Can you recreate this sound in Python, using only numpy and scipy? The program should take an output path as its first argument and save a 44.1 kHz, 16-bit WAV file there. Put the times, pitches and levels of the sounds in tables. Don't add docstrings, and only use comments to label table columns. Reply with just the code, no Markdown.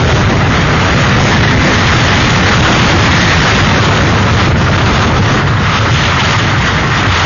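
import sys
import numpy as np
from scipy import signal
from scipy.fft import rfft, irfft
from scipy.io import wavfile
from scipy.ndimage import uniform_filter1d

SR = 44100
rng = np.random.default_rng(int(sys.argv[2]) if len(sys.argv) > 2 else 0)


def put_to_file(sound):
    columns = np.atleast_2d(sound).T
    safe = np.clip(columns, -1, 1)
    whole_steps = np.round(safe * 32767)
    wavfile.write(sys.argv[1], SR, whole_steps.astype(np.int16))


def invert_db(x):
    u = np.asarray(x, float) / 20
    return 10 ** u


N = 319725

# time_s, level_db
FORCE = [(0, -11.5), (.5, -12), (.9, -12.5), (1.4, -9), (1.8, -11), (2.5, -10), (3.0, -9.5), (3.5, -11),
         (4.0, -12), (4.5, -11.5), (5.25, -13), (5.5, -15), (6.3, -15.5), (7.25, -17)]
# time_s, change_db
SLAMS = [(.05, 3.5), (.15, 2), (.25, 2.5), (.88, -4), (1.24, 2), (1.41, 1), (1.57, 2.5), (1.71, -5.5),
         (2.33, 2.5), (2.61, 4), (2.68, -7.5), (3.39, 3), (3.5, -4.5), (3.64, 3.5), (4.04, 0.5), (4.29, -3),
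         (4.36, 1), (4.54, 1.5), (5.21, 7), (5.4, -3.5), (5.47, 3.5), (5.82, 2.5), (5.87, -3), (5.93, 8),
         (6.08, -0.5), (6.28, 2.5), (6.61, 1.5), (6.68, -2), (6.75, 2), (7.1, 5)]
# time_s, level_db, lean (-1 low pipe to 1 high pipe)
AIRSTREAM = [(0, -18, -1), (.4, -17.5, 0.07), (.65, -17, 0), (1.1, -14, 0.067), (1.55, -14, 0.87),
             (1.75, -12.5, .5), (2.4, -12.5, 0.11), (2.7, -11.5, -0.28), (3.3, -11, 0.98),
             (3.9, -14.5, -0.4), (4.55, -18, -0.42), (4.9, -16.5, -.4), (5.55, -18.5, -.6),
             (5.8, -17, -0.42), (6.25, -15.5, -0.21), (6.6, -17, 0), (6.9, -17.5, 0.16),
             (7.25, -15.5, -0.59)]
# time_s, change_db
SHEETS = [(.12, 8), (.47, -4), (.58, 5.5), (1.3, 1.5), (1.57, -5.5), (2.41, -6.5), (2.72, -0.5),
          (2.97, -7.5), (3.2, 4.5), (4.13, -2), (4.24, -1), (4.43, 6), (4.52, -7.5), (4.565, -8.5),
          (4.98, 4.5), (5.12, -1), (5.32, 6), (5.44, -3), (5.54, -6), (5.76, 5), (5.86, -3.5), (5.96, 0.5),
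          (6.15, -3), (6.3, 3.5), (6.54, -4), (6.7, 4.5), (6.86, -2.5), (6.97, 4.5), (7.05, -2), (7.17, 6)]
SLAM_S, SHEET_S = .03, .035
LINK_SR, HOP, TOP_LINE = 16000, 1024, 884


def buffeting():
    # pitch_hz, density_db (per Hz)
    thump_colour = [(20, -27), (40, -16), (70, -4.5), (100, 1.5), (140, -2), (200, -8.5), (300, -19),
                    (600, -47)]
    shoulder_hz, shoulder_share, full_force_db = 150, .6, -11.
    thump = turbulence(thump_colour, size=4096, patchy_db=0.05, flicker_db=0.5)
    thump = steadied(thump, seconds=.05, share=.8)
    force_db = follow(FORCE, column=1)
    hz = np.fft.rfftfreq(N, 1 / SR)
    shoulder = irfft(rfft(thump) / (1 + (shoulder_hz / (hz + 1)) ** 8), N)
    shoulder_gain = invert_db(shoulder_share * (force_db - full_force_db))
    thump = thump + (shoulder_gain - 1) * shoulder
    return invert_db(force_db + swells(SLAMS, SLAM_S) + 5.0) * thump


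def roar():
    # pitch_hz, density_db (per Hz)
    roar_colour = [(300, -23.5), (600, -6.5), (850, 0.5), (1100, -1.5), (1900, -3), (2400, -6.5),
                   (3500, -14), (7000, -35)]
    # pitch_hz, width_hz
    pipes = [
        (1330, 800),
        (1900, 800),
    ]
    # time_s, change_db
    surges = [(.11, 3), (.22, 2.5), (.39, -2), (.56, 3), (.95, -2), (1.05, 0.5), (1.33, 7), (1.39, -2),
              (1.43, 5.5), (1.51, 3), (1.68, 2), (2.14, 2), (2.36, 1.5), (2.48, 3), (2.52, 4.5), (2.66, 1),
              (2.74, 1), (2.89, 1), (3.33, 4.5), (3.49, 2.5), (4.42, 0.5), (4.6, 0), (4.68, 2.5), (4.73, 4),
              (5.03, 3), (5.26, 2), (5.6, -3.5), (6.45, -4), (6.98, 1.5), (7.17, 2)]
    howl_db, lean_swing_db = -2., 6.
    air = turbulence(roar_colour, size=1024, patchy_db=1.5, flicker_db=0.9)
    lean_db = lean_swing_db * follow(AIRSTREAM, column=2)
    mixed = air.copy()
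    for side, (hz, width_hz) in zip((-1, 1), pipes):
        mixed += invert_db(howl_db + side * lean_db) * resonate(air, hz, width_hz)
    level_db = follow(AIRSTREAM, column=1) + swells(surges, half_s=0.018) + 5.0
    level_db += .3 * swells(SHEETS, SHEET_S)
    level_db -= .3 * swells(SLAMS, SLAM_S)
    return invert_db(level_db) * steadied(mixed, seconds=0.1, share=0.83)


def spray():
    # pitch_hz, density_db (per Hz)
    hiss_colour = [(800, -21), (2000, -7), (3000, 3), (3600, 1), (4000, -6), (5500, -12.5), (7000, -7),
                   (9000, -15)]
    # time_s, level_db
    rain = [(0, 2), (.4, -3), (1.0, -2), (1.7, -0.5), (2.6, 1), (3.3, -1), (4.0, 0), (4.9, 0.5), (5.5, -2),
            (6.0, 5), (6.9, -2), (7.25, 2)]
    drops_per_s = 2500
    drop_size = invert_db(3.9 * np.minimum(rng.exponential(1, N), 5)) * (rng.random(N) < drops_per_s / SR)
    kind = rng.integers(0, 16, N)
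    fizz = np.zeros(N)
    for k, hz in enumerate(np.geomspace(1800, 6000, 16)):
        fizz += signal.oaconvolve(drop_size * (kind == k), tick(hz, cycles=1.4))[:N]
    hiss = turbulence(hiss_colour, size=512, patchy_db=1.5, flicker_db=4.0)
    level_db = 2. + 1.3 * follow(AIRSTREAM, column=1)
    level_db += follow(rain, column=1) + swells(SHEETS, SHEET_S)
    return invert_db(level_db) * steadied(hiss + .6 * evened(fizz), seconds=0.091, share=.8)


def drops():
    # time_s, peak_db, ring_hz
    big_drops = [(0.195, -17, 3460), (1.0195, -6.5, 3560), (1.6605, 0, 2700), (2.7866, 2, 2700),
                 (2.848, -20, 3000), (4.7176, -1.5, 3000), (5.358, -1, 3380), (5.386, -21, 3100),
                 (5.473, -7, 3030), (5.4878, -9, 3260), (5.5702, -11, 3170), (5.682, -12, 2970),
                 (5.738, -13.5, 3480), (5.927, -1, 3270), (5.9977, -15, 2900), (6.0797, -3, 2840),
                 (6.9624, -7, 3300), (7.1535, -9, 3360)]
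    out = np.zeros(N + 200)
    for s, peak_db, hz in big_drops:
        start = round(s * SR)
        out[start:start + 200] += invert_db(min(peak_db, -3.)) * tick(hz, cycles=1.7)
    return out[:N]


def tick(hz, cycles):
    turns = np.arange(200) * hz / SR
    return np.sin(2 * np.pi * turns) * np.exp(-turns / cycles)


def rush():
    # pitch_hz, density_db (per Hz)
    rush_colour = [(100, -13.5), (200, -0.5), (300, -2.5), (500, -6), (800, -10.5), (1300, -29.5)]
    # time_s, change_db
    puffs = [(.1, 4.5), (.2, 5.5), (.26, -4), (.45, -3), (.53, 1), (.67, -2), (.85, 4), (.98, 4),
             (1.25, 6.5), (1.42, -5), (1.5, -4), (1.68, 5.5), (1.78, 2.5), (1.88, -4), (2.2, 1.5),
             (2.7, 3.5), (4.1, 3), (4.4, -3), (4.75, -3), (5.0, 1.5), (5.17, 2), (5.33, 6.5), (5.55, -4.5),
             (5.68, -5.5), (5.9, 1.5), (6.35, -5), (6.6, -5), (6.75, 2), (7.05, 4)]
    level_db = 5. 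+ 1.4 * follow(FORCE, column=1)
    level_db -= .3 * swells(SLAMS, SLAM_S)
    level_db += swells(puffs, half_s=.04)
    eddies = turbulence(rush_colour, size=2048, patchy_db=1.3, flicker_db=1.0)
    return invert_db(level_db) * steadied(eddies, seconds=.08, share=.6)


def shelter():
    # start_s, length_s, change_db
    lulls = [(0.059, 0.012, -5), (0.13, 0.016, -10), (1.393, 0.0066, -7), (1.413, 0.0078, -8.5),
             (1.451, 0.0082, -4.5), (2.494, 0.017, -5), (2.612, 0.017, -3), (4.503, 0.058, 1),
             (4.699, 0.014, -12), (4.768, 0.0087, -15), (5.21, 0.011, 0)]
    dip_db = np.zeros(N)
    for s, length_s, depth_db in lulls:
        dip_db[round(s * SR):round((s + length_s) * SR)] = depth_db
    return invert_db(uniform_filter1d(dip_db, size=100))


def turbulence(shape, size, patchy_db, flicker_db):
    frames, hz = 4 * N // size + 5, np.fft.rfftfreq(size, 1 / SR)
    a, b, patches = rng.standard_normal((frames, len(hz), 3)).T
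    patches = uniform_filter1d(patches, size=size // 64, axis=0)
    patches = evened(uniform_filter1d(patches, size=8, axis=1))
    flicker = evened(uniform_filter1d(rng.standard_normal(frames), size=5))
    level_db = read(shape, hz)[:, None] + patchy_db * patches + flicker_db * flicker
    z = (a + 1j * b) * invert_db(level_db)
    return evened(signal.istft(z, nperseg=size, noverlap=3 * size // 4)[1][:N])


def resonate(x, hz, width_hz):
    turn = np.exp(2j * np.pi * hz * np.arange(N) / SR)
    r = np.exp(-np.pi * width_hz / SR)
    smooth = signal.lfilter([(1 - r) ** 2], [1, -2 * r, r ** 2], x / turn)
    return 2 * (turn * smooth).real


def steadied(x, seconds, share):
    size = int(seconds * SR)
    power = uniform_filter1d(uniform_filter1d(x ** 2, size=size), size=size)
    return evened(x / (abs(power) + 1e-6) ** (share / 2))


def follow(rows, column):
    rows = np.array(rows)
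    return np.interp(np.arange(N) / SR, rows[:, 0], rows[:, column])


def swells(rows, half_s):
    t = np.arange(0, N, 64) / SR
    s, db = np.transpose(rows)
    bells = np.exp(-((t[:, None] - s) / half_s) ** 2)
    return np.interp(np.arange(N) / SR, t, bells @ db)


def evened(x):
    return x / np.sqrt(np.mean(x ** 2) + 1e-20)


def read(points, hz):
    f, value = np.transpose(points)
    return np.interp(np.log(hz + 1), np.log(f + 1), value)


def scene():
    return (buffeting() + rush() + shelter() * (roar() + spray()) + drops())[None]


def overload(x):
    ceiling, knee = .475, 30
    flat = ceiling * x / (ceiling ** knee + abs(x) ** knee) ** (1 / knee)
    flat = signal.lfilter(*signal.butter(1, 9000, fs=SR), flat)
    return signal.lfilter(*signal.butter(1, 8, "high", fs=SR), flat)


def shaped_link(x):
    treble = above(x, 2000)
    quick, slow = (uniform_filter1d(uniform_filter1d(treble ** 2, size=n), size=n) for n in (100, 900))
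    jump_db = 10 * np.log10((abs(quick) + 1e-9) / (abs(slow) + 1e-9))
    jump_db = np.sign(jump_db) * np.maximum(abs(jump_db) - 2.5, 0)
    gain = invert_db(uniform_filter1d(uniform_filter1d(jump_db, size=48), size=48))
    sent = link(x + treble * (1 / gain - 1))
    return sent + above(sent, 2000) * (gain - 1)


def above(x, hz):
    f = np.fft.rfftfreq(len(x), 1 / LINK_SR)
    return irfft(rfft(x) * np.clip((f - hz) / 400, 0, 1), len(x))


def link(x):
    # pitch_hz, step_db
    step_points = [(0, -6), (150, -11), (400, -3.5), (800, -2), (2100, -2), (2400, 3.2), (3400, 3.8),
                   (4100, 8.8), (6900, 8.6)]
    n, k = np.arange(2 * HOP), np.arange(HOP)
    carried = k < TOP_LINE
    window = signal.windows.kaiser_bessel_derived(2 * HOP, 4 * np.pi)
    cosines = np.cos(np.pi / HOP * np.outer(n + .5 + HOP / 2, k + .5))
    basis = window[:, None] * cosines * np.sqrt(2 / HOP)
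    blocks = np.pad(x, (HOP, 2 * HOP - len(x) % HOP)).reshape(-1, HOP)
    lines = np.hstack([blocks[:-1], blocks[1:]]) @ basis * carried
    band = np.floor(11 * np.log(1 + k / 70)).astype(int)
    member = band[:, None] == np.arange(band.max() + 1)
    power = lines ** 2 @ member / np.maximum(carried @ (1. * member), 1)
    raw_db = 10 * np.log10(power + 1e-9)
    power_db = uniform_filter1d(raw_db, size=3, axis=1)
    last = band[TOP_LINE]
    power_db[:, last] = power_db[:, last - 1] = raw_db[:, last - 1]
    budget_db = 1.3 * rng.standard_normal((len(lines), 1)) * (k < 520)
    step = invert_db(power_db[:, band] + read(step_points, k * LINK_SR / 2 / HOP) + budget_db)
    kept = np.sign(lines) * step * np.floor((abs(lines) / step) ** .75 + .4054) ** (4 / 3)
    halves = (kept * starved(count=len(kept))) @ basis.T
    return (halves[:-1, HOP:] + halves[1:, :HOP]).ravel()[:len(x)]


def starved(count):
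    # time_s, loss_db
    faint = [
        (.448, -2.5),
        (4.544, -8),
        (5.12, -3),
        (5.44, -3),
        (5.568, -2),
        (6.848, 1),
    ]
    loss_db = np.zeros(count)
    for s, db in faint:
        loss_db[round(s * LINK_SR / HOP) + 2] = db
    hz = np.arange(HOP) * LINK_SR / 2 / HOP
    return invert_db(loss_db[:, None] * np.clip(hz / 3000 - 1, 0, 1))


def roll_off(x):
    return signal.sosfilt(signal.butter(12, 8210, fs=SR, output="sos"), x)


def record(dry):
    lead = 45
    flat = overload(dry[0])
    slow = signal.resample_poly(np.pad(flat, (4410 - lead, 441), "reflect"), 160, 441)
    spare = -1600 % HOP
    received = shaped_link(np.pad(slow, (spare, 0)))[spare:]
    received = np.clip(received, -.93, .93)
    back = signal.resample_poly(received, 441, 160, window=("kaiser", 10))
    mix = back[4410 - lead:][:N][None]
    return roll_off(mix)


dry = scene()
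out = record(dry)
put_to_file(out)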